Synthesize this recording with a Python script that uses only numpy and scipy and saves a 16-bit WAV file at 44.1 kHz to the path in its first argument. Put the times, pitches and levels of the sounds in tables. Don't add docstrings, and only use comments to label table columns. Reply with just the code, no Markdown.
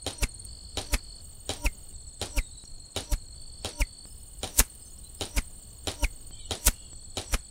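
import sys
import numpy as np
from scipy import signal
from scipy.fft import rfft, irfft
from scipy.io import wavfile
from scipy.ndimage import uniform_filter1d

SR = 44100
rng = np.random.default_rng(int(sys.argv[2]) if len(sys.argv) > 2 else 0)


def attenuation_scalar(level_db):
    decades = np.asarray(level_db, float) / 20
    return 10 ** decades


def inscribe(sig):
    pcm = np.round(np.clip(np.atleast_2d(sig).T, -1, 1) * 32767)
    wavfile.write(sys.argv[1], SR, pcm.astype(np.int16))


N = 330750
T = np.arange(N) / SR
SPEED_MS, SOUND_MS = 63, 343
SHAFT_S = .73 / SPEED_MS


def evened(x):
    return x / np.sqrt(np.mean(x ** 2) + 1e-20)


def noise(points, size):
    f, db = np.transpose(points)
    hz = np.fft.rfftfreq(size, 1 / SR)
    shape = attenuation_scalar(np.interp(np.log(hz + 1), np.log(f + 1), db))
    return evened(irfft(rfft(rng.standard_normal(size)) * shape, size))


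def wander(size, order):
    return evened(uniform_filter1d(uniform_filter1d(rng.standard_normal(size), order), order))


def add(mix, s, sound):
    part = mix[round(s * SR):][:len(sound)]
    part += sound[:len(part)]


def ring(modes, t, detune, rise):
    u = np.maximum(t, 0)
    sines = sum(attenuation_scalar(db - 60 * u / t60) * np.sin(2 * np.pi * hz * detune * u) for hz, db, t60 in modes)
    return sines * (1 - np.exp(-(u / rise) ** 2))


# (frequency [Hz], level [dB])
SNAP_SPECTRUM = [(2500, -5), (4000, -11), (7000, -1), (10500, -8), (14500, -5), (17000, -7)]
# (delay [s], level [dB])
SNAPS = [
    (.0008, -11.5),
    (.0113, -18),
]


def string_cracks(out):
    n = np.arange(200)
    for s, db in SNAPS:
        burst = noise(SNAP_SPECTRUM, size=200) * np.exp(-n / 40) * np.minimum(n / 20, 1)
        add(out, s, attenuation_scalar(db) * burst)


# (frequency [Hz], level [dB], time to fall 60 dB [s])
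LIMB_TONES = [(100.4, -3.5, 0.045), (332, -19, 0.21), (446, -5, 0.048), (588, -1, 0.028),
              (825, -11.5, 0.12), (1407, -15.5, 0.079)]
RISER_TONES = [(2340, -7, 0.013), (3137, 7.5, 0.0084), (3904, 4.5, 0.014), (4340, -63, 0.0043)]
CAM_TONES = [(7000, 7.5, 0.0046), (5400, -6.5, 0.0097)]
REST_TONES = [(9150, 3, 0.0059), (9690, 2.5, 0.0062), (12900, -19, 0.0079), (14600, -20, 0.0076)]
# (delay [s], limb thud [dB], riser clack [dB], cam [dB], arrow rest ping [dB])
BLOWS = [(.0003, -60, -1, 0, -40), (.0008, -22, -30, -14, -2), (.0018, .5, -11, -18, -16),
         (.004, -40, -6, -24, -18), (.0074, -6, -36, -26, -32), (.0098, -17.5, -5, -13, -1),
         (.0112, -40, -7, -12, -20), (.013, -8, -8, -16, -16), (.0146, -11, -5, -16, -21),
         (.0185, -9, -14, -20, -12), (.024, -11, -18, -24, -22), (.027, -13.5, -17, -22, -20),
         (.0443, -25, -16, -13, -2.5), (.052, -44, -25, -27, -18), (.056, -44, -25, -27, -20)]
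THUD_SIGN = [1, 1, -1, 1, 1, -1, 1, -1, -1, 1, -1, 1, -1, 1, 1]


def bow_blows(out, luck):
    t = np.arange(7000) / SR
    short = t[:1200]
    thud = ring(LIMB_TONES, t, detune=.91, rise=.00026)
    for (s, limb_db, riser_db, cam_db, rest_db), sign, (slip, tune, db) in zip(BLOWS, THUD_SIGN, luck):
        tune = 1 + .015 * tune
        add(out, s + .0007, sign * attenuation_scalar(limb_db - 9) * thud)
        crack = attenuation_scalar(riser_db + .93 * db - 8.5) * ring(RISER_TONES, short, tune, rise=.00078)
        crack += attenuation_scalar(cam_db + 1) * ring(CAM_TONES, short, tune, rise=.001)
        crack += attenuation_scalar(rest_db - db - 4) * ring(REST_TONES, short, tune, rise=.0008)
        add(out, max(s - .0003 + .00012 * slip, 0), crack)


# (frequency [Hz], level [dB])
RATTLE_SPECTRUM = [(88, -38), (150, -3), (226, -1), (354, 0.5), (790, -3.5), (1060, -10), (2140, -12),
                   (3920, -5), (7920, -14.5), (9080, -11), (16000, -39)]


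def release(peak_db, luck):
    t = np.arange(7000) / SR
    fall_s, loose_s = .25, .0095
    out = attenuation_scalar(-14 - 60 * t / fall_s + 1.7 * wander(size=len(t), order=40)) * noise(RATTLE_SPECTRUM, size=len(t))
    out *= 1 - np.exp(-t / .00015)
    out *= attenuation_scalar(-7 / (1 + np.exp((t - loose_s) / .00041)))
    bow_blows(out, luck)
    string_cracks(out)
    return attenuation_scalar(peak_db) * out


def string_rush():
    return attenuation_scalar(-56 + 5.6 * np.linspace(-1, 1, num=882)) * noise(RATTLE_SPECTRUM, size=882)


def heard(t, miss):
    grid = np.linspace(-.3, .3, num=3001)
    arrival = grid + (np.hypot(SPEED_MS * grid, miss) - miss) / SOUND_MS
    sent = np.interp(t, arrival, grid)
    far = np.hypot(SPEED_MS * sent, miss)
    return sent, miss / far, -SPEED_MS * sent / far


def nearness(t, miss, place):
    return heard(t - place * SHAFT_S, miss)[1]


def air_push(t, miss, push_db):
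    parted = nearness(t, miss, .08) ** 1.24
    swell = nearness(t, miss * 1.47, -.45) ** 2
    wake = nearness(t, miss * 1.34, 1.1) ** 3.37
    return attenuation_scalar(push_db - 2) * wake - attenuation_scalar(push_db) * (parted - .49 * swell)


def vane_beat(t, miss, vane_db):
    near = nearness(t, miss * 2.13, 1.26) ** 3.7
    return attenuation_scalar(vane_db) * near * np.cos(2 * np.pi * 235 * (t - .404 * SHAFT_S))


# (frequency [Hz], level [dB])
POINT_SPECTRUM = [(180, -26), (300, -3), (787, -33), (2440, -9), (5700, -1.5), (6520, 3.5), (8220, 4.5),
                  (12700, -0.5), (16000, -4.5)]
TAIL_SPECTRUM = [(240, -8), (400, 1.5), (756, -2.5), (1400, -0.5), (2350, 0), (3300, -4.5), (10800, -4.5),
                 (15200, -29), (16400, -35)]


def hiss(t, miss, point_db, tail_db):
    clumps = attenuation_scalar(2.3 * wander(size=len(t), order=45))
    _, near, ahead = heard(t + .15 * SHAFT_S, miss * 1.5)
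    out = attenuation_scalar(point_db) * near ** 2 * (1 + .23 * ahead) * noise(POINT_SPECTRUM, size=len(t))
    _, near, ahead = heard(t - .68 * SHAFT_S, miss * 1.3)
    out += attenuation_scalar(tail_db - 1.03) * near ** 1.87 * (1 + .045 * ahead) * noise(TAIL_SPECTRUM, size=len(t))
    return clumps * out


def whistle(t, miss, hz, db, place, reach, steep, forward, rough, slow):
    def chance():
        return wander(size=len(t), order=slow) + 1j * wander(size=len(t), order=slow)

    sent, near, ahead = heard(t - place * SHAFT_S, miss * reach)
    flutter = (1 + rough * chance()) / np.hypot(1, rough * np.sqrt(2))
    far = .017 * near ** .75 * (1 + .72 * ahead) * chance()
    level = attenuation_scalar(db) * flutter * (near ** steep + far) * (1 + forward * ahead)
    return (level * np.exp(2j * np.pi * hz * sent)).real


# (frequency [Hz], level [dB])
BENDING_TONES = [(240, -4), (484, -3.5), (776, -5), (1135, -18)]


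def bending_shaft(t, miss, bend_db):
    sent, near, ahead = heard(t - .5 * SHAFT_S, miss * .64)
    bend = np.zeros(len(t))
    for hz, db in BENDING_TONES:
        level = attenuation_scalar(db + 1.55 * wander(size=len(t), order=500))
        bend += level * np.sin(2 * np.pi * (hz * sent + rng.random()))
    passing = heard(t + .059 * SHAFT_S, miss * 2.12)[1] ** 1.84 + .084 * near ** .33
    return attenuation_scalar(bend_db) * passing * ((1 + ahead) / 2) ** .93 * bend


KINDS = {"vaned": (-14, -32, -23, -30.5, -34.5), "bare": (-12.5, -34, -34.5, -40.5, -35.5),
         "bladed": (-12, -14, -19.5, -28.5, -33.5)}


def arrow(s, kind, miss, low_hz, low_db, bend_db, start, wake_db):
    push_db, point_db, tail_db, vane_db, high_db = KINDS[kind]
    t = np.arange(start - s, .22, 1 / SR)
    out = hiss(t, miss, point_db, tail_db + wake_db)
    out += air_push(t, miss, push_db)
    out += vane_beat(t, miss, vane_db)
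    out += whistle(t, miss, low_hz, low_db, place=.88, reach=1.45, steep=2.5, forward=.1, rough=.45, slow=95)
    out += whistle(t, miss, 4750, high_db, place=.72, reach=.9, steep=.9, forward=.92, rough=1.5, slow=60)
    out += bending_shaft(t, miss, bend_db)
    return out * np.minimum(np.arange(len(t)) / 800, 1) * np.clip((.22 - t) / .018, 0, 1)


# (time [s], peak level [dB])
RELEASES = [(.064, -17), (.7715, -16.5), (1.492, -16), (2.214, -17), (2.9619, -16), (3.646, -17.5),
            (4.431, -17.5), (5.2094, -17), (5.8714, -16), (6.5083, -16), (7.1703, -17)]
# (time [s], kind, miss distance [m], nock whistle at rest [Hz], its level [dB], bending level [dB])
PASSES = [(.2283, "vaned", .21, 2410, -25.5, -33), (.9354, "vaned", .24, 2444, -30, -33.5),
          (1.656, "bare", .28, 2480, -23.5, -29), (2.3777, "bare", .3, 2380, -27.5, -33),
          (3.1263, "bare", .26, 2540, -47, -33.5), (3.8096, "bare", .27, 2396, -23.5, -30.5),
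          (4.5957, "bladed", .24, 2450, -30.5, -33), (5.3737, "vaned", .24, 2370, -29.5, -35),
          (6.0354, "bare", .27, 2470, -24, -29.5), (6.6726, "bladed", .24, 2505, -32, -34),
          (7.3342, "vaned", .24, 2470, -32.5, -40.5)]
WAKE_DB = [-1.5, 0.1, 0.8, 1, 1, -0.5, 0.5, -1.3, 2.5, -1, 0]


def shots():
    out = np.zeros(N)
    luck = rng.standard_normal((len(RELEASES), len(BLOWS), 3))
    for (s, peak_db), flight, chance, wake_db in zip(RELEASES, PASSES, luck, WAKE_DB):
        add(out, s - .02, string_rush())
        add(out, s, release(peak_db, chance))
        add(out, s, arrow(*flight, s, wake_db))
    return out


TAKES = [0, .4681, 1.2189, 1.9279, 2.637, 3.346, 4.0551, 4.806, 5.598, 6.3073, 6.9329]
MOMENT = [0, 1, 2, 3, 4, 5, 6, 7, 2, 8, 9]


def by_take(rows):
    take = np.searchsorted(TAKES, T, "right") - 1
    hz, rate, first, db = np.array(rows)[MOMENT][take].T
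    turns = (T - np.array(TAKES)[take]) * rate - first + 2.5
    return hz, turns % 1, turns.astype(int), db


def now_and_then(hz, rate, rest_db, sing_db, sings):
    return [(hz, rate, rng.random(), sing_db if k in sings else rest_db) for k in range(max(MOMENT) + 1)]


def cricket(rows, duty, glide, arch, uneven_db, wet, late=0, octave_db=-60):
    hz, place, stroke, db = by_take(np.array(rows) + [0, 0, late, 0])
    u = np.clip((place - .5) / np.clip(duty, .1, 1), -.5, .5)
    luck = rng.standard_normal((400, 2))[stroke]
    hz = hz * (1 - glide * u + arch * (.25 - 4 * u ** 2) + .0029 * uneven_db * luck[:, 0])
    turns = np.cumsum(hz) / SR
    tone = np.sin(2 * np.pi * turns) + attenuation_scalar(octave_db) * np.sin(4 * np.pi * turns)
    pulses = np.cos(np.pi * u) ** 1.1 * attenuation_scalar(uneven_db * luck[:, 1]) * tone
    echo = rng.standard_normal(2000) * np.exp(-np.arange(2000) / 600)
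    scattered = signal.oaconvolve(pulses, echo)[:N]
    return attenuation_scalar(db) * evened(evened(pulses) + wet * evened(scattered))


# (frequency [Hz], pulse rate [1/s], first pulse [turns], level [dB])
NEAR_TREE = [(4320, 47.5, .16, -54), (4410, 50.4, .26, -52), (4370, 50.25, .79, -62),
             (4320, 47.15, .7, -57.5), (4310, 47.65, 1., -55), (4430, 50.9, .86, -54),
             (4350, 52.2, .72, -63), (4320, 52., .15, -63), (4350, 48.75, .32, -57), (4340, 48.5, .12, -57)]
FAR_LOW = [(2960, 49, .1, -86), (3020, 48.2, .22, -72), (2960, 49.55, .37, -72), (2960, 49, .5, -86),
           (2960, 49, .3, -88), (3050, 51.15, .5, -76), (2960, 48.95, .6, -71), (2960, 50.65, .64, -73),
           (3070, 44.6, .65, -70), (2960, 49, .2, -86)]
FAR_MID = [(3440, 46, .2, -80), (3440, 45.8, .67, -71.5), (3440, 44.1, .66, -77), (3560, 44.8, .68, -73),
           (3440, 46, .3, -84), (3440, 46.05, .09, -69.5), (3440, 43, .74, -78), (3440, 46, .5, -79),
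           (3440, 46, .2, -72), (3400, 48.15, .48, -70)]
MATE_AHEAD = [.3, .3, .3, .3, 0, .3, .3, .3, .3, .3]


def tree_crickets():
    mate = []
    for k, (hz, rate, first, db) in enumerate(NEAR_TREE):
        softer_db = -8 if k in (0, 1, 4, 5) else -19
        mate.append((4250, rate - 3, first - MATE_AHEAD[k], db + softer_db))
    far_high = now_and_then(5020, 50.2, rest_db=-84, sing_db=-67.5, sings=(1,))
    out = np.zeros(N)
    for rows in NEAR_TREE, mate, far_high:
        out += cricket(rows, duty=.66, glide=.075, arch=0, uneven_db=1.3, wet=.4)
    for rows in FAR_LOW, FAR_MID:
        out += cricket(rows, duty=.75, glide=.13, arch=0, uneven_db=1, wet=.12)
    return out


# (frequency [Hz], pulse rate [1/s], first pulse [turns], level [dB])
LOW_GROUND = [(7770, 17.9, .35, -62), (7690, 18.9, .65, -63), (7550, 19.15, .18, -62),
              (7660, 16.05, .43, -55), (7680, 16.7, .78, -60), (7680, 17.65, .41, -63),
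              (7640, 18.2, .1, -65), (7600, 19.6, .65, -62), (7720, 17.2, .58, -54), (7690, 17.3, .02, -54)]
MID_GROUND = [(8150, 18.85, .56, -60), (8130, 16.95, .73, -62), (8170, 18.85, .75, -61),
              (7980, 17.1, .23, -55), (8020, 16.7, .74, -58), (8130, 19.3, .44, -59),
              (8100, 18.15, .12, -63), (8130, 18.45, .41, -60), (7940, 17.1, .3, -59), (7990, 17., .5, -57)]
HIGH_GROUND = [(8640, 18.85, .54, -51), (8410, 17.45, .01, -57), (8500, 18.6, .52, -55),
               (8340, 18.45, .07, -55), (8400, 19.85, .36, -59), (8450, 17.55, .28, -56),
               (8550, 19.15, .41, -56), (8520, 18.45, .39, -55), (8440, 18.05, .83, -57),
               (8400, 21., .66, -56)]
DEEP_GROUND = [(6750, 14.3, .56, -65), (6950, 14.15, .25, -71), (6900, 14, .49, -64),
               (6750, 16.95, .58, -68), (6850, 14.85, .16, -66), (6900, 15.45, .21, -75),
               (6900, 15.95, .53, -68), (6950, 19.35, .59, -70), (6950, 14.55, .66, -68),
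               (6900, 16.25, .71, -68)]
# (frequency [Hz], pulse rate [1/s], level [dB])
CROWD = [(7400, 15, -69), (8250, 20.3, -64), (8700, 16.4, -64), (7950, 14.2, -65)]
TINY_FIRST = [.85, .58, .5, .73, .2, .3, .4, .5, .75, .87]


def ground_crickets():
    over = [(hz * 1.03, rate, first - .02, db - 9) for hz, rate, first, db in HIGH_GROUND]
    out = np.zeros(N)
    for rows, arch, wet in (LOW_GROUND, .09, .3), (MID_GROUND, .085, .4), (HIGH_GROUND, .07, .5), (over, .06, .4):
        out += cricket(rows, duty=.4, glide=arch / 2, arch=arch, uneven_db=1.8, wet=wet, octave_db=-32)
    for rows in MID_GROUND, HIGH_GROUND:
        out += attenuation_scalar(-11) * cricket(rows, duty=.46, glide=.03, arch=.055, uneven_db=3, wet=.5, late=.5)
    out += cricket(DEEP_GROUND, duty=.3, glide=.1, arch=.04, uneven_db=2.5, wet=.4)
    top = now_and_then(9080, 18.2, rest_db=-85, sing_db=-61, sings=(6, 7))
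    top = [(hz, rate, .87, db) for hz, rate, _, db in top]
    out += cricket(top, duty=.36, glide=0, arch=.05, uneven_db=1.5, wet=.2)
    tiny = [(14500, 18.7, first, -86) for first in TINY_FIRST]
    out += cricket(tiny, duty=.2, glide=.06, arch=0, uneven_db=1.5, wet=.5)
    for hz, rate, db in CROWD:
        rows = now_and_then(hz, rate, db, db, ())
        out += cricket(rows, duty=.45, glide=.06, arch=.08, uneven_db=3, wet=.6)
    return out


def bush_cricket():
    rows = now_and_then(0, 101.7, rest_db=-81, sing_db=-62, sings=(2, 6, 7))
    _, place, _, db = by_take(rows)
    wing = [(11600, -30), (12200, -11), (13000, -7), (13700, -15), (14500, -1), (15300, 0), (16100, -12)]  # (Hz, dB)
    stroke = .35 + np.exp(-((place - .5) / .14) ** 2)
    return attenuation_scalar(db) * evened(stroke * noise(wing, size=N))


def bird(length, start_hz, middle_hz, end_hz, db):
    u = np.linspace(-1, 1, round(length * SR))
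    hz = middle_hz + u * (end_hz - start_hz) / 2 + u ** 2 * ((start_hz + end_hz) / 2 - middle_hz)
    flutter = wander(size=len(u), order=150)
    tone = np.sin(2 * np.pi * np.cumsum(hz + 51 * flutter) / SR)
    return attenuation_scalar(db + 9.5 + 3.1 * flutter) * tone * np.sqrt(1 - u ** 2)


# (time [s], top frequency [Hz], level [dB])
CHIPS = [(3.534, 5170, -77), (3.577, 5200, -73), (3.61, 5400, -71), (4.06, 5200, -68), (4.103, 5200, -67),
         (4.155, 5140, -75), (4.197, 5260, -72), (4.395, 5050, -71), (4.81, 5000, -69), (4.854, 5240, -70),
         (4.894, 5200, -72), (5.175, 5160, -67), (5.69, 6150, -74)]
# (time [s], middle frequency [Hz], sweep [share of the pitch], level [dB])
SWOOPS = [(2.088, 5450, -.07, -65), (2.597, 5000, -.03, -68), (2.652, 5560, -.1, -60),
          (2.641, 5500, -.08, -68), (2.648, 6700, -.06, -64), (2.652, 11100, -.06, -70),
          (4.977, 5600, .2, -62)]
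# (time [s], length [s], middle frequency [Hz], sweep [Hz], level [dB])
WHISTLES = [(1.466, 0.026, 1830, 0, -77), (1.9, 0.028, 2840, -250, -78), (1.925, 0.045, 3750, -100, -79),
            (2.395, 0.08, 3820, -80, -69), (2.44, .09, 3680, -50, -74), (2.515, 0.123, 3950, -110, -64.5),
            (4.85, 0.033, 6230, -300, -67), (4.905, 0.025, 6870, -140, -62), (5.033, 0.054, 4030, 112, -64),
            (6.309, .1, 3150, 130, -64), (6.395, .035, 3060, 60, -63), (6.44, 0.045, 2930, -50, -65),
            (6.41, .1, 3150, 0, -69), (6.33, 0.17, 3480, 0, -68), (6.395, 0.06, 3800, -80, -69),
            (6.33, .13, 2350, -200, -78), (6.56, .372, 2800, 0, -73), (6.74, .19, 3300, -150, -75),
            (6.42, .08, 5770, -200, -78), (6.932, 0.08, 5850, -50, -80)]


def birds():
    out = np.zeros(N)
    for s, hz, db in CHIPS:
        add(out, s, bird(.02, .955 * hz, hz, .955 * hz, db))
    swoops = [(s, .0054, hz, hz * share, db) for s, hz, share, db in SWOOPS]
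    for s, length, hz, sweep_hz, db in WHISTLES + swoops:
        add(out, s, bird(length, hz - sweep_hz / 2, hz, hz + sweep_hz / 2, db))
    echo = rng.standard_normal(3000) * np.exp(-np.arange(3000) / 900)
    return out + attenuation_scalar(-6) * signal.oaconvolve(out, echo / np.linalg.norm(echo))[:N]


# (time [s], peak level [dB])
TICKS = [(0.4515, -20), (0.8712, -24), (1.9295, -36), (3.4184, -33), (3.9094, -32), (4.7515, -22),
         (5.15, -25)]


def grass_ticks():
    out = np.zeros(N)
    for s, db in TICKS:
        click = np.diff(rng.standard_normal(81)) * np.exp(-np.arange(80) / 3.7)
        add(out, s, attenuation_scalar(db - 8.5) * click)
    return out


# (frequency [Hz], level [dB])
WIND_SPECTRUM = [(8.8, -25), (15, 11.5), (25, -4), (38, -3.5), (64, -1.5), (81, -9.5), (108, -11.5),
                 (157, -22), (190, -23), (400, -59), (520, -63), (880, -120)]
# (frequency [Hz], level [dB])
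AIR_SPECTRUM = [(100, -10), (170, -4.5), (700, -15), (2300, -28.5), (3400, -20), (6200, -29), (7200, -14),
                (8300, -15), (8900, -16), (9250, -26), (13000, -35), (16000, -29), (16600, -60)]
# (time [s], rumble level [dB], far hiss level [dB])
GUSTS = [
    (0.0, -53.5, 3),
    (0.29, -46.5, 4.5),
    (2.38, -48.5, 6),
    (7.12, -49, 5.5),
    (7.5, -48, 6),
]
HAZE_DB = [0.65, 0.63, -0.19, -2.2, -2.1, -1.3, -1.3, -0.069, -0.6, -1.9]
# (time [s], height [full scale])
JUMPS = [(0.469, 0.0026), (1.22, -0.0028), (1.927, -0.004), (2.639, .0124), (3.345, -0.0032),
         (4.055, 0.017), (6.309, -0.012), (6.932, -0.013)]


def wind():
    s, rumble_db, hiss_db = np.transpose(GUSTS)
    rumble_db = np.interp(T, s, rumble_db) + 4 + 2.44 * wander(size=N, order=2500)
    out = attenuation_scalar(rumble_db) * noise(WIND_SPECTRUM, size=N)
    haze_db = by_take([(0, 1, 0, db) for db in HAZE_DB])[3]
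    hiss_db = np.interp(T, s, hiss_db) - 63.5 + haze_db + .87 * wander(size=N, order=500)
    out += attenuation_scalar(hiss_db) * noise(AIR_SPECTRUM, size=N)
    for s, height in JUMPS:
        out += height / 2 * np.sign(T - s) * np.exp(-abs(T - s) / .0098)
    return out


def scene():
    out = shots()
    out += tree_crickets() + ground_crickets() + bush_cricket()
    out += birds() + grass_ticks() + wind()
    return out[None]


def roll_off(x):
    return signal.sosfilt(signal.butter(12, 16660, fs=SR, output="sos"), x)


def record(dry):
    x = signal.lfilter(*signal.butter(2, 17.6 / SR * 2, "high"), dry)
    x = signal.oaconvolve(x, signal.firwin(511, 15800, fs=SR)[None], "same")
    return roll_off(x)


dry = scene()
out = record(dry)
inscribe(out)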